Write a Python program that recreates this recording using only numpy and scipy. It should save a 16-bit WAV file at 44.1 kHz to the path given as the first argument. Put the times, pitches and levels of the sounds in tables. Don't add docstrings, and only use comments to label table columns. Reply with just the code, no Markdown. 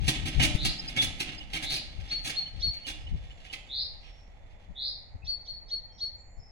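import sys
import numpy as np
from scipy import signal
from scipy.fft import rfft, irfft, next_fast_len
from scipy.io import wavfile
from scipy.ndimage import uniform_filter1d

SR = 44100
rng = np.random.default_rng(int(sys.argv[2]) if len(sys.argv) > 2 else 0)


def to_wav(sig):
    pcm = np.clip(np.atleast_2d(sig), -1, 1) * 32767
    pcm = np.round(pcm).astype(np.int16)
    wavfile.write(sys.argv[1], SR, pcm.T)


N = 287091
T = np.arange(N) / SR


def amp(db):
    return 10 ** (np.asarray(db) / 20)


def unit(x):
    return x / np.sqrt(np.mean(x ** 2) + 1e-20)


def read(points, hz):
    f, value = np.transpose(points)
    return np.interp(np.log(hz + 1), np.log(f + 1), value)


def add(mix, s, sound):
    at = round(s * SR)
    sound = sound[..., max(-at, 0):]
    part = mix[..., max(at, 0):][..., :sound.shape[-1]]
    part += sound[..., :part.shape[-1]]


def colour(x, points):
    size = next_fast_len(x.shape[-1] + 4096)
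    gain = unit(amp(read(points, np.fft.rfftfreq(size, 1 / SR))))
    return irfft(rfft(x, size) * gain, size)[..., :x.shape[-1]]


def lean(pair, points):
    size = next_fast_len(N + 4096)
    side_db = read(points, np.fft.rfftfreq(size, 1 / SR)) / 2
    return irfft(rfft(pair, size) * amp([side_db, -side_db]), size)[:, :N]


def drift(size, rate):
    at = np.arange(size) * rate / SR
    return np.interp(at, np.arange(4096), rng.standard_normal(4096))


def knocks(per_s, spread_db):
    signs = rng.choice([-1., 1.], N)
    sizes = signs * amp(spread_db * np.clip(rng.standard_normal(N), -2, 2))
    return unit(sizes * (rng.random(N) < per_s / SR))


# (f/Hz, t60/s)
TREE_T60 = [(200, 0.98), (1000, 0.64), (4400, 0.46), (8000, 0.44), (15000, 0.055)]


def outdoors(x, lag, near_db, near_t60, far_db, alike):
    taps = rng.choice([-1., 1.], (5, SR)) * (rng.random((5, SR)) < .06)
    t = np.arange(SR) / SR
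    directed = np.array([taps[4], np.roll(taps[4], lag)])
    scatter = np.sqrt(alike) * directed + np.sqrt(1 - alike) * taps[:2]
    near = scatter * amp(-60 * t / near_t60) * (t > .002)
    hz, when, z = signal.stft(taps[2:4] * np.minimum(t / 0.039, 1), SR, nperseg=256)
    decay = amp(-60 * when / read(TREE_T60, hz)[:, None])
    far = signal.istft(z * decay, SR, nperseg=256)[1][:, :SR]
    echo = (amp(near_db) * unit(near) + amp(far_db) * unit(far)) / np.sqrt(SR)
    direct = np.array([x, np.roll(x, lag)])
    return direct + signal.fftconvolve(x[None], echo, axes=1)[:, :N]


def long_waves(pair, below_hz=950):
    low = signal.sosfiltfilt(signal.butter(3, below_hz, fs=SR, output="sos"), pair)
    return pair + 0.78 * (low[0] - low)


# (f/Hz, relative level/dB)
AIR_SPECTRUM = [(20, 2), (70, 0.5), (200, -16), (370, -24), (520, -16.5), (800, -15.5), (1050, -27),
                (1650, -31), (1950, -23), (3000, -40), (5000, -52), (7000, -40.5), (8500, -56.5),
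                (16000, -62)]
# (f/Hz, coefficient)
AIR_LIKENESS = [(50, 0.82), (200, 0.91), (600, 0.27), (1500, 0.088), (4000, 0.091)]
# (f/Hz, level/dB)
AIR_SIDE = [(100, 0.5), (800, -1.5), (1300, 0), (2300, -13), (4400, 16), (7500, 3), (14000, 3)]
AIR_START_DB, AIR_EASE_DB = -50, 4


def air():
    size = next_fast_len(N)
    hz = np.fft.rfftfreq(size, 1 / SR)
    left, other = rfft(rng.standard_normal((2, size)))
    same = np.clip(read(AIR_LIKENESS, hz), -1, 1)
    right = same * left + np.sqrt(1 - same ** 2) * other
    pair = irfft(np.array([left, right]) * amp(read(AIR_SPECTRUM, hz)), size)[:, :N]
    return lean(unit(pair), AIR_SIDE) * amp(AIR_START_DB - AIR_EASE_DB * T / T[-1])


# (t/s, length/s, level/dB, left minus right/dB)
GUSTS = [(-.04, 0.16, -31.5, 14.5), (0.137, 0.17, -38, 16), (0.344, 0.078, -25.5, 14.5),
         (0.362, .2, -30.5, 6), (0.541, 0.021, -31.5, 28.5), (0.578, .16, -29.5, -3.5),
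         (0.997, 0.12, -38.5, 13), (1.941, .12, -39.5, 15), (2.504, 0.18, -48, 29.5),
         (2.65, 0.068, -37, 15), (2.852, 0.548, -40, 2), (3.104, 0.069, -32, 8.5),
         (4.676, 0.06, -45.5, 18.5), (5.138, 0.032, -37.5, 10.5), (5.214, .1, -47.5, 23),
         (6.368, 0.043, -47.5, 22.5)]
# (f/Hz, relative level/dB per Hz)
GUST_SPECTRUM = [(10, -25.5), (30, 5), (70, 3.5), (150, -7.5), (270, -22.5), (450, -37.5), (900, -47.5),
                 (3000, -83.5)]
# (f/Hz, relative level/dB per Hz)
BREEZE_SPECTRUM = [(10, -21.0), (40, 19), (90, -17.0), (200, -31.5), (800, -70.0)]
BREEZE_START_DB, BREEZE_EASE_DB_PER_S = -45, 2


def wind(soft_hz=130, hard_db=-30):
    strength = np.zeros((2, N))
    for s, length, db, side_db in GUSTS:
        sides = amp([[db + side_db / 2], [db - side_db / 2]])
        add(strength, s, sides * np.sqrt(np.hanning(int(length * SR))))
    eddies = unit(colour(rng.standard_normal((2, N)), GUST_SPECTRUM))
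    large = signal.sosfiltfilt(signal.butter(2, soft_hz, fs=SR, output="sos"), eddies)
    eddies = large + np.minimum(strength / amp(hard_db), 1) * (eddies - large)
    eddies /= np.sqrt(uniform_filter1d(eddies ** 2, 2200, axis=1) + 0.013)
    breeze = unit(colour(rng.standard_normal((2, N)), BREEZE_SPECTRUM))
    breeze_db = BREEZE_START_DB - BREEZE_EASE_DB_PER_S * T + 2.7 * drift(N, 19.0)
    return strength * eddies + breeze * amp(breeze_db)


# (t/s, length/s, f/Hz, level/dB before echo and mix)
WHISTLES = [(2.96, 0.11, 5160, -73), (3.149, .65, 7050, -79), (3.957, .33, 5530, -72),
            (5.218, 0.022, 2604, -59), (5.87, .09, 3200, -76), (5.903, 0.18, 5570, -67.5),
            (6.131, 0.27, 7100, -73), (6.353, 0.23, 5270, -67)]


def far_birds(waver=.02):
    out = np.zeros(N)
    for s, length, hz, db in WHISTLES:
        size = int(length * SR)
        phase = 2 * np.pi * np.cumsum(hz * (1 + waver * drift(size, 250))) / SR
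        add(out, s, amp(db) * np.sin(phase) * signal.windows.tukey(size, .5))
    return out


# (t/s, level/dB before swell, echo and mix)
BUZZES = [(0.554, -27.5), (1.616, -27), (3.682, -26), (4.748, -27)]
BUZZ_S, BUZZ_SWELL_S = .157, 0.047
BUZZ_LOW_HZ, BUZZ_LOW_RISE_HZ = 3224, 340
BUZZ_HIGH_HZ, BUZZ_HIGH_RISE_HZ = 3675, 1670


def buzzes(trill_hz=69, overtone_db=-54, start_db=-30):
    out = np.zeros(N)
    t = np.arange(0, BUZZ_S, 1 / SR)
    low = BUZZ_LOW_HZ + BUZZ_LOW_RISE_HZ * (t / BUZZ_S) ** 2
    high = BUZZ_HIGH_HZ + BUZZ_HIGH_RISE_HZ * np.sin(np.pi / 2 * t / BUZZ_S)
    swell = amp(start_db * np.exp(-2 * t / BUZZ_SWELL_S)) * signal.windows.tukey(len(t), .1)
    for s, db in BUZZES:
        trill = 2 * np.pi * np.cumsum(trill_hz * (1 + 0.033 * drift(len(t), 81.3))) / SR
        height = (1 + signal.sawtooth(trill, .5)) / 2
        phase = 2 * np.pi * np.cumsum(low + (high - low) * height) / SR
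        voice = np.sin(phase) + amp(overtone_db) * np.sin(2 * phase)
        voice *= .25 + np.sin(np.pi * height) ** 2
        add(out, s, amp(db) * unit(voice) * swell)
    return out


# (t/s, top f/Hz, level/dB before swell, echo and mix)
CHIRPS = [(2.097, 4393, -20.5), (2.35, 4320, -22), (2.614, 4392, -17), (5.262, 4440, -24),
          (5.466, 4410, -28), (5.698, 4374, -24), (5.996, 4380, -23.5)]
CHIRP_S, CHIRP_RELEASE_S, CHIRP_DROP = 0.05, .005, 0.051
SLUR_DEPTH, SLUR_S = 0.3, .0095
OPENING_DB, OPENING_S = -33.5, 0.012


def chirps(twitter_s=0.033, start_hz=4500, end_hz=4800, swing_hz=1250, shake_hz=170, lead_s=0.02, twitter_db=-21):
    out = np.zeros(N)
    t = np.arange(0, CHIRP_S, 1 / SR)
    ending = np.clip(1 - (CHIRP_S - t) / CHIRP_RELEASE_S, 0, 1)
    pitch = 1 - SLUR_DEPTH * np.exp(-(t / SLUR_S) ** 2) - CHIRP_DROP * ending ** 2
    swell = amp(OPENING_DB * np.exp(-t / OPENING_S)) * (1 - ending) * signal.windows.tukey(len(t), .08)
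    u = np.linspace(0, 1, int(twitter_s * SR))
    for s, hz, db in CHIRPS:
        phase = 2 * np.pi * np.cumsum(hz * pitch * (1 + .0015 * drift(len(t), 150))) / SR
        add(out, s, amp(db) * unit(np.sin(phase)) * swell)
        shake = np.sin(2 * np.pi * (shake_hz * twitter_s * u + rng.random()))
        zigzag = start_hz + (end_hz - start_hz) * u ** 2 + swing_hz * (.5 + u) * shake
        twitter = np.sin(2 * np.pi * np.cumsum(zigzag) / SR) * np.sin(np.pi * u)
        add(out, s - lead_s, amp(db + twitter_db) * twitter)
    return out


# (t/s, f/Hz, level/dB before echo and mix)
SQUEAKS = [(0.398, 2955, -36.5), (.785, 5030, -43.5), (.874, 4950, -45.5), (.982, 3432, -30),
           (1.378, 4950, -51.5), (1.402, 2907, -49), (2.46, 3025, -51), (2.845, 2970, -49.5),
           (3.065, 2967, -53.5), (3.303, 2953, -58), (3.497, 2970, -53)]
SQUEAK_S, SQUEAK_DB, SQUEAK_DOUBLING_DB = .028, -40.5, 21


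def pivots():
    out = np.zeros(N)
    for s, hz, db in SQUEAKS:
        size = int(SQUEAK_S * 2 ** ((db - SQUEAK_DB) / SQUEAK_DOUBLING_DB) * SR)
        phase = 2 * np.pi * np.cumsum(hz * (1 + .004 * drift(size, 400))) / SR
        flutter = amp(2.5 * drift(size, 250))
        squeak = unit(np.sin(phase) * flutter) * signal.windows.tukey(size, .5)
        add(out, s, amp(db) * squeak)
    return out


ROD_LOW_HZ, ROD_HIGH_HZ, ROD_T60_S = 2010, 3802, 0.051


def rod_notes(force, per_s=14, spread_db=4, count=32):
    t = np.arange(0, .1, 1 / SR)
    out = np.zeros(N)
    for hz in np.geomspace(ROD_LOW_HZ, ROD_HIGH_HZ, count) * rng.uniform(.985, 1.015, count):
        note = np.sin(2 * np.pi * hz * t) * amp(-60 * t / ROD_T60_S)
        hits = force * knocks(per_s, spread_db)
        out += signal.oaconvolve(hits, note / np.linalg.norm(note))[:N]
    return out / np.sqrt(count)


# (lowest f of each pair/Hz, relative level/dB, t60/s)
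MODES = [(158, -18.5, 0.69), (191.7, -19.5, 0.95), (218.8, -15, 0.45), (275.4, -19, 1), (323, -19, 0.13),
         (600, -19.5, 0.5), (800, -27.5, 0.29), (910, -31, 0.056), (1315, -22, 0.12), (1900, -33.5, 0.21),
         (2270, -35.5, 0.43), (2297, -25.5, 0.11), (2407, -19.5, 0.19), (3100, -28.5, 0.82),
         (3473, -10, 0.26), (4980, -22, 0.3), (10400, -50, .3)]


def ring(blows, heavy, split_hz=1000):
    t = np.arange(SR) / SR
    response = np.zeros((2, SR))
    for hz, db, t60 in MODES:
        pair = np.sin(2 * np.pi * hz * rng.uniform(1.0, 1.008, (2, 1)) * t).sum(0)
        mode = unit(pair * amp(-60 * t / t60))
        response[int(hz > split_hz)] += amp(db) * mode / np.sqrt(SR)
    return signal.fftconvolve(np.array([heavy, blows]), response, axes=1).sum(0)[:N]


# (t/s, hold/s, strength/dB, treble relative to it/dB)
CLASHES = [(0.081, 0.0032, -23.5, -1), (0.154, .003, -34, -15.5), (0.258, 0.025, -34.5, -7.5),
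           (0.398, 0.008, -24.5, -16.5), (0.425, 0.017, -23.5, -3), (0.55, .002, -40.5, -2.5),
           (.652, 0.0061, -27.5, -1), (0.886, 0.0067, -37.5, -7), (0.966, 0.014, -29, -13),
           (1.016, .022, -32, 1), (1.202, 0.01, -30.5, -4.5), (1.277, 0.017, -38.5, -26),
           (1.535, 0.036, -34, -7.5), (1.626, 0.014, -34, -2.5), (1.701, 0.071, -38.5, -1.5),
           (2.116, 0.0091, -38.5, -15), (2.25, 0.035, -37, -1), (2.298, 0.0036, -32, -6.5),
           (2.735, 0.0036, -48.5, -7), (2.869, 0.031, -37.5, -5), (3.444, .025, -49, -16.5),
           (3.53, 0.0063, -37, -8), (4.031, 0.047, -56, -26)]
# (f/Hz, relative level/dB per Hz)
CLANK_SPECTRUM = [(300, -37), (750, -6), (1050, -23), (1500, -13.5), (2100, -7), (3000, -3), (3900, -9.5),
                  (5500, -18), (8000, -30), (16000, -97)]
# (f/Hz, relative level/dB per Hz)
EDGE_SPECTRUM = [(1500, -20.5), (4000, 6.5), (6500, 4.5), (8500, -0.5), (10000, 5), (12000, -6),
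                 (14000, -17.5), (16000, 2)]
# (f/Hz, relative level/dB per Hz)
THUD_SPECTRUM = [(60, -7.5), (170, 2), (280, 1.5), (370, -1.5), (470, -26), (700, -18), (900, -23),
                 (1200, -30), (3000, -63)]
CLASH_RISE_S, CLASH_FADE_S = 0.003, 0.012
LOOSE_DB, LOOSE_FADE_S = -20, 0.082
SWAY_DB, REST_S = -46, 5.92


def skirt(clank_db=-1, jingle_edge_db=-17, herald_db=-15, herald_s=0.017, thud_db=-5,
          steady_db_per_s=3.0, clink_db=-4.5, rattle_db=-1.5):
    body, edge, stirred = np.zeros((3, N))
    for s, hold, db, treble_db in CLASHES:
        before, after = np.maximum(s - T, 0), np.maximum(T - s - hold, 0)
        blow = np.exp(-(before / CLASH_RISE_S + after / CLASH_FADE_S).clip(0, 40))
        herald = amp(herald_db) * np.exp(-((before + after) / herald_s).clip(0, 40))
        power = blow ** 2 + herald ** 2
        body += amp(db) ** 2 * power
        edge += amp(db + treble_db) ** 2 * power
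        stirred += (amp(db + LOOSE_DB) * np.exp(-after / LOOSE_FADE_S) * (T > s)) ** 2
    clumps = unit(amp(2.5 * drift(N, 330).clip(-1.5, 1.5)))
    contacts = knocks(per_s=3000, spread_db=3) * clumps
    sway = amp(SWAY_DB) * np.maximum(1 - T / REST_S, 0) ** 2
    loose = knocks(per_s=1400, spread_db=8) * np.sqrt(stirred + sway ** 2)
    loose *= amp(3 * drift(N, 40).clip(-2, 2))
    blows = amp(clank_db) * np.sqrt(body) * contacts + loose
    bright = np.sqrt(edge) * contacts + amp(jingle_edge_db) * loose
    heavy = blows * amp(-steady_db_per_s * T)
    clinks = rod_notes(np.sqrt(body + stirred))
    rods = amp(rattle_db) * colour(blows, CLANK_SPECTRUM) + colour(bright, EDGE_SPECTRUM)
    rods += amp(clink_db) * clinks
    return rods + amp(thud_db) * colour(heavy, THUD_SPECTRUM) + ring(blows, heavy)


# (f/Hz, level/dB)
BARRIER_SIDE = [(150, 0), (700, -1.5), (1300, 1), (2300, -7.5), (4400, -2.5), (7500, 3), (11000, -1.5)]
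BARRIER_LAG, BIRD_LAG = 21, -12


def scene():
    distant = outdoors(far_birds(), lag=0, near_db=7.5, near_t60=0.24, far_db=0.5, alike=0.47)
    song = amp(-2.0) * buzzes() + chirps()
    bird = outdoors(song, lag=BIRD_LAG, near_db=-.5, near_t60=0.22, far_db=-5.0, alike=0.29)
    squeaks = outdoors(pivots(), lag=BARRIER_LAG, near_db=-9, near_t60=.06, far_db=-18, alike=0)
    barrier = outdoors(skirt(), lag=BARRIER_LAG, near_db=0, near_t60=.08, far_db=-9, alike=0)
    crossing = lean(long_waves(amp(-3.0) * barrier + amp(8) * squeaks), BARRIER_SIDE)
    return air() + wind() + amp(-1.5) * distant + amp(-6) * bird + crossing


def record(dry, cut_hz=15900):
    lowpass = signal.firwin(511, cut_hz, window=("kaiser", 9), fs=SR)
    return signal.oaconvolve(dry, lowpass[None], "same", axes=1)


dry = scene()
out = record(dry)
to_wav(out)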